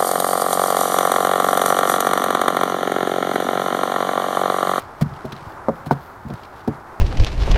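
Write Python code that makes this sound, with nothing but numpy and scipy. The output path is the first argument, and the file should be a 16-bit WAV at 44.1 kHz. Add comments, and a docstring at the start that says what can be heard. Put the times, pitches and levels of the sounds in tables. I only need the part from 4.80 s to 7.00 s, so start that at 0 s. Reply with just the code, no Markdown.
"""Outdoors, on a low plank platform, a horse steps up and walks along the boards.
Each hoof strikes heel then toe, exciting the modes of the deck and the boom of its frame,
and crushes a little grit. Gravel is kicked and rustles faintly on the ground.
Banks and logs scatter weak echoes; behind it all are a far-off rush and light low wind."""
import sys
import numpy as np
from scipy import signal
from scipy.fft import rfft, irfft
from scipy.io import wavfile

SR = 44100
rng = np.random.default_rng(int(sys.argv[2]) if len(sys.argv) > 2 else 0)


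def wav_out(sig):
    """Save sig, one row per channel (or a flat mono array), as 16-bit PCM at SR to the path in sys.argv[1]."""
    wavfile.write(sys.argv[1], SR, np.round(np.clip(np.atleast_2d(sig).T, -1, 1) * 32767).astype(np.int16))


N = 97020


def hoof(force_db, contact_ms, place, boom_db, note_hz, note_db, note_t60):
    """Impact excitation: longer contact gives a duller knock, and the place struck weights the modes."""
    # Modes of the deck. Each row: frequency in Hz, level in dB, time to decay by 60 dB in seconds.
    deck_modes = [(77, -24, 0.11), (107, -22.5, 0.088), (139.2, -15.5, .19), (165.4, -19.5, 0.23),
                  (223.9, -9.5, 0.07), (271.6, -14.5, 0.072), (326, -16, 0.062), (433, -17.5, 0.067),
                  (565, -16.5, .06), (664, -21.5, 0.03), (731, -12.5, 0.066), (920, -11.5, 0.033),
                  (1006, -17.5, 0.03), (1167, -12, 0.027), (1477, -15.5, 0.034), (2120, -18, 0.022)]
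    frame_hz, radiation_hz = 195, 59.4
    rise_cycles = 0.35
    t = np.arange(SR // 2) / SR
    contact_phase = t * 1000 / contact_ms
    push = (np.sin(np.pi * contact_phase) ** 2)[contact_phase < 1]
    ring = 0
    for k, (hz, db, t60) in enumerate(deck_modes):
        frame_db = boom_db / (1 + (hz / frame_hz) ** 6)  # the boom lies in the low modes
        coupling = np.cos(np.pi * place * k)
        ring = ring + coupling * amp(db + frame_db) * mode(t, hz, t60, rise_s=rise_cycles / hz)
    knock = amp(force_db) * signal.fftconvolve(ring, push / push.sum())[:len(t)]
    board_note = amp(note_db) * mode(t, note_hz, note_t60, rise_s=0.00085)
    # The open deck hardly radiates the deepest bass.
    bass_loss = signal.butter(3, radiation_hz, "high", fs=SR, output="sos")
    return signal.sosfilt(bass_loss, knock + board_note)


def hoofbeats():
    """Superposition: the ringing of successive heel and toe contacts adds up on the deck."""
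    # Each row: start in seconds, force in dB, contact time in ms, place across the deck from 0 to 1,
    # frame boom in dB, then the board note's frequency in Hz, level in dB and 60 dB decay in seconds.
    contacts = [(0.2130, -16.5, 0.96, 0.29, 11, 673, -13, 0.023),
                (0.2176, 2.5, 3.6, 0.55, 1, 156.3, -6.5, 0.063),
                (0.258, -9, 4.5, 0.36, 8, 154, -20.5, 0.15),
                (0.3140, -16.5, 3.9, 0.9, 6.5, 125, -21, 0.024),
                (0.4448, -13.5, 1.3, 0.34, -7, 375, -22, 0.08),
                (0.4508, -5.5, 2.1, 0.09, -1, 636, -26.5, 0.11),
                (0.5291, -16, 1.7, 0.07, 3.5, 200, -24, 0.032),
                (0.621, -31, 3.3, 0.1, -3, 132, -29.5, 0.059),
                (0.6671, -32, 1.2, 0.82, -8, 90, -18.5, 0.039),
                (0.8838, 2.5, 0.71, .244, -16.5, 543, -11, 0.085),
                (0.8920, -1.5, 0.73, 0.68, -8, 600, -3, 0.016), (1.0613, -1.5, 4.2, .6, -3, 730, -25, .063),
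                (1.1100, 2.5, 0.34, .56, 0, 801, 7.5, 0.0077), (1.1204, -8, 0.56, .11, 1, 430, -9.5, 0.041),
                (1.4515, -19.5, 0.87, 0.04, 5, 206, -29, 0.072), (1.4600, 2.5, 6, 0.34, -10, 80, -24, .07),
                (1.4961, -9.5, 1.52, 0.77, -19, 192, -29, 0.055),
                (1.5040, -6.5, 1.68, 0.51, -8, 252, -33, 0.064),
                (1.5244, -18, 2.4, 1, -4, 175, -14.5, 0.02), (1.5390, -13, 5.6, 0.1, -11, 120, -18, 0.038),
                (1.7520, -34, 4, .3, -4, 103, -32, .04), (1.8761, 7.5, 1.8, .82, -4, 290.5, -13.5, 0.12),
                (1.8819, -3.5, 1.37, 0.11, -3, 228, -11.5, 0.031)]
    beats = np.zeros(N)
    for start, *contact in contacts:
        add(beats, start, hoof(*contact))
    return beats


def crunches(bursts, spectrum):
    """Brittle fracture: grains crack while a hoof bears on them, then the sound decays exponentially."""
    fade_s = 0.0044
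    t = np.arange(4096) / SR
    track = np.zeros(N)
    for start, hold_s, db in bursts:
        cracks = colour(grains(len(t), per_s=16000, spread_db=3.0), spectrum)
        envelope = np.exp(-np.maximum(t - hold_s, 0) / fade_s)
        add(track, start, amp(db) * cracks * envelope)
    return track


def crushed_grit():
    """Crushing under load: grit between hoof and board gives short bursts of clicks."""
    # Each row: start in seconds, time under load in seconds, level in dB.
    bursts = [(0.2113, 0.006, -25.5), (0.2214, 0.0052, -28.5), (0.4520, 0.0083, -38),
              (0.8847, 0.0051, -38.5), (1.0607, 0.0046, -36), (1.07, 0.0075, -38.5), (1.109, 0.0075, -31),
              (1.114, 0.018, -34.5), (1.485, 0.0011, -40.5), (1.5368, 0.0021, -36), (1.8757, 0.0058, -33)]
    # Each row: frequency in Hz, relative level in dB.
    spectrum = [(300, 14.5), (800, 11.5), (1700, 8.5), (2600, -2), (4200, 0), (7000, -9.5), (11000, -10),
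                (16000, -11)]
    return crunches(bursts, spectrum)


def kicked_gravel():
    """Granular collision: stones kicked on the ground give brief, faint clicks."""
    # Each row: start in seconds, time before the decay in seconds, level in dB.
    bursts = [(0.306, 0.0024, -56), (0.337, 0.0032, -46.5), (0.3625, 0.0038, -46), (0.521, 0.0076, -34),
              (0.564, 0.00074, -41.5), (0.5775, 0.0008, -45), (0.72, 0.0047, -50), (0.956, 0.0015, -47),
              (1.502, 0.0009, -42), (1.5550, 0.0018, -45.5), (1.578, 0.0027, -53), (1.632, 0.0054, -45.5),
              (1.65, 0.0026, -45), (1.804, 0.0039, -48), (1.944, 0.0016, -52)]
    # Each row: frequency in Hz, relative level in dB.
    spectrum = [(700, 2), (2000, 4), (2800, 3.5), (4400, 2.5), (7000, -14.5), (12000, -16), (16000, -18)]
    return crunches(bursts, spectrum)


def gravel_rustle():
    """Shot noise: the many tiny clicks of shifting gravel merge into a rustle, with an airy hiss on top."""
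    # Each row: time in seconds, gravel level in dB, hiss level in dB.
    levels = [(0, -47, -55), (.08, -60.5, -74), (.2, -57, -64), (.38, -57, -72), (.58, -53.5, -78),
              (.7, -56.5, -59), (.82, -65, -76), (.97, -60, -62), (1.12, -59.5, -69), (1.24, -56, -57),
              (1.37, -64.5, -66), (1.6, -55.5, -67), (1.71, -62, -67), (1.79, -54, -66), (1.87, -60.5, -70),
              (2.2, -65, -68)]
    # Spectra of gravel and hiss. Each row: frequency in Hz, relative level in dB.
    gravel_spectrum = [(800, -8), (2200, 9.5), (4400, 5), (7500, -4.5), (13000, -12), (16000, -18)]
    hiss_spectrum = [(4000, 6), (7500, -12), (13000, 11), (16000, 4)]
    times, gravel_db, hiss_db = np.transpose(levels)
    t = np.arange(N) / SR
    gravel = colour(grains(N, per_s=3000, spread_db=4.0), gravel_spectrum)
    hiss = colour(rng.standard_normal(N), hiss_spectrum)
    return amp(np.interp(t, times, gravel_db)) * gravel + amp(np.interp(t, times, hiss_db)) * hiss


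def echoes(sound):
    """Diffuse scattering: banks and logs return a weak tail that decays exponentially."""
    # Each row: frequency in Hz, relative level in dB.
    spectrum = [(60, -12), (150, -3.5), (350, 12), (1200, -5), (4000, -10.5), (16000, -7.5)]
    echo_db, t60 = -32, 0.52
    t = np.arange(SR // 2) / SR
    tail = colour(rng.standard_normal(len(t)), spectrum) * np.exp(-np.log(1000) * t / t60)
    return amp(echo_db) * signal.fftconvolve(sound, tail / np.linalg.norm(tail))[:N]


def distant_rush():
    """Broadband noise: a nearly steady far-off rush whose level wavers slightly."""
    # Each row: frequency in Hz, relative spectral density in dB.
    spectrum = [(100, -6), (230, -9), (360, -0.5), (480, -5), (850, 2), (1380, -1.5), (2000, -14),
                (2850, -29), (5000, -31.5), (8000, -35), (12000, -36), (16000, -58.5)]
    # Each row: time in seconds, level in dB.
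    levels = [(0, -38), (.35, -38.7), (.85, -36.5), (1.4, -40), (2.2, -39.5)]
    level_db = np.interp(np.arange(N) / SR, *np.transpose(levels))
    swell_db = drift(rate_hz=7.6)
    return amp(level_db + swell_db) * colour(rng.standard_normal(N), spectrum)


def low_wind():
    """Amplitude modulation: small gusts swell and ease the low noise of the wind."""
    # Each row: frequency in Hz, relative spectral density in dB.
    spectrum = [(15, -36), (35, -31), (55, -1), (100, 1.5), (150, -4), (250, -13), (600, -20), (2000, -60)]
    mean_db, gust_db = -49.5, 2.0
    return amp(mean_db + gust_db * drift(rate_hz=4.3)) * colour(rng.standard_normal(N), spectrum)


def mode(t, hz, t60, rise_s):
    """Damped resonance: a sine swells quickly, then falls by 60 dB in t60 seconds."""
    envelope = (1 - np.exp(-t / rise_s)) * np.exp(-np.log(1000) * t / t60)
    return envelope * np.sin(2 * np.pi * hz * t)


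def grains(size, per_s, spread_db):
    """Poisson process: clicks arrive independently, most small and a few large."""
    strengths = amp(spread_db * np.minimum(rng.exponential(1, size), 4))
    return strengths * rng.choice([-1, 1], size) * (rng.random(size) < per_s / SR)


def colour(x, points):
    """Spectral shaping: filters by a curve of (Hz, dB) points and scales to an rms of one."""
    hz = np.fft.rfftfreq(len(x), 1 / SR) + 1
    point_hz, point_db = np.transpose(points)
    gain = amp(np.interp(np.log(hz), np.log(point_hz), point_db))
    return unit(irfft(rfft(x) * gain, len(x)))


def drift(rate_hz):
    """Low-pass noise: a slow random wander with an rms of one."""
    hz = np.fft.rfftfreq(N, 1 / SR)
    gain = (hz > 0) * np.exp(-(hz / rate_hz) ** 2)
    return unit(irfft(rfft(rng.standard_normal(N)) * gain, N))


def amp(db):
    """Converts decibels to an amplitude ratio."""
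    return 10 ** (np.asarray(db) / 20)


def unit(x):
    """Normalises to an rms of one."""
    return x / np.sqrt(np.mean(x ** 2) + 1e-20)


def add(mix, start_s, sound):
    """Superposes a sound on the mix from start_s onward."""
    part = mix[max(round(start_s * SR), 0):][:len(sound)]
    part += sound[:len(part)]


def scene():
    """Superposition: the steps, their echoes and the background sum in one channel."""
    steps = hoofbeats() + crushed_grit() + kicked_gravel()
    return (steps + echoes(steps) + gravel_rustle() + distant_rush() + low_wind())[None]


def record(dry):
    """Band limiting: a linear-phase low-pass filter removes the highest treble."""
    cutoff_hz = 16000
    low_pass = signal.firwin(511, cutoff_hz, window=("kaiser", 9), fs=SR)
    return signal.oaconvolve(dry, low_pass[None], "same")


dry = scene()
out = record(dry)
wav_out(out)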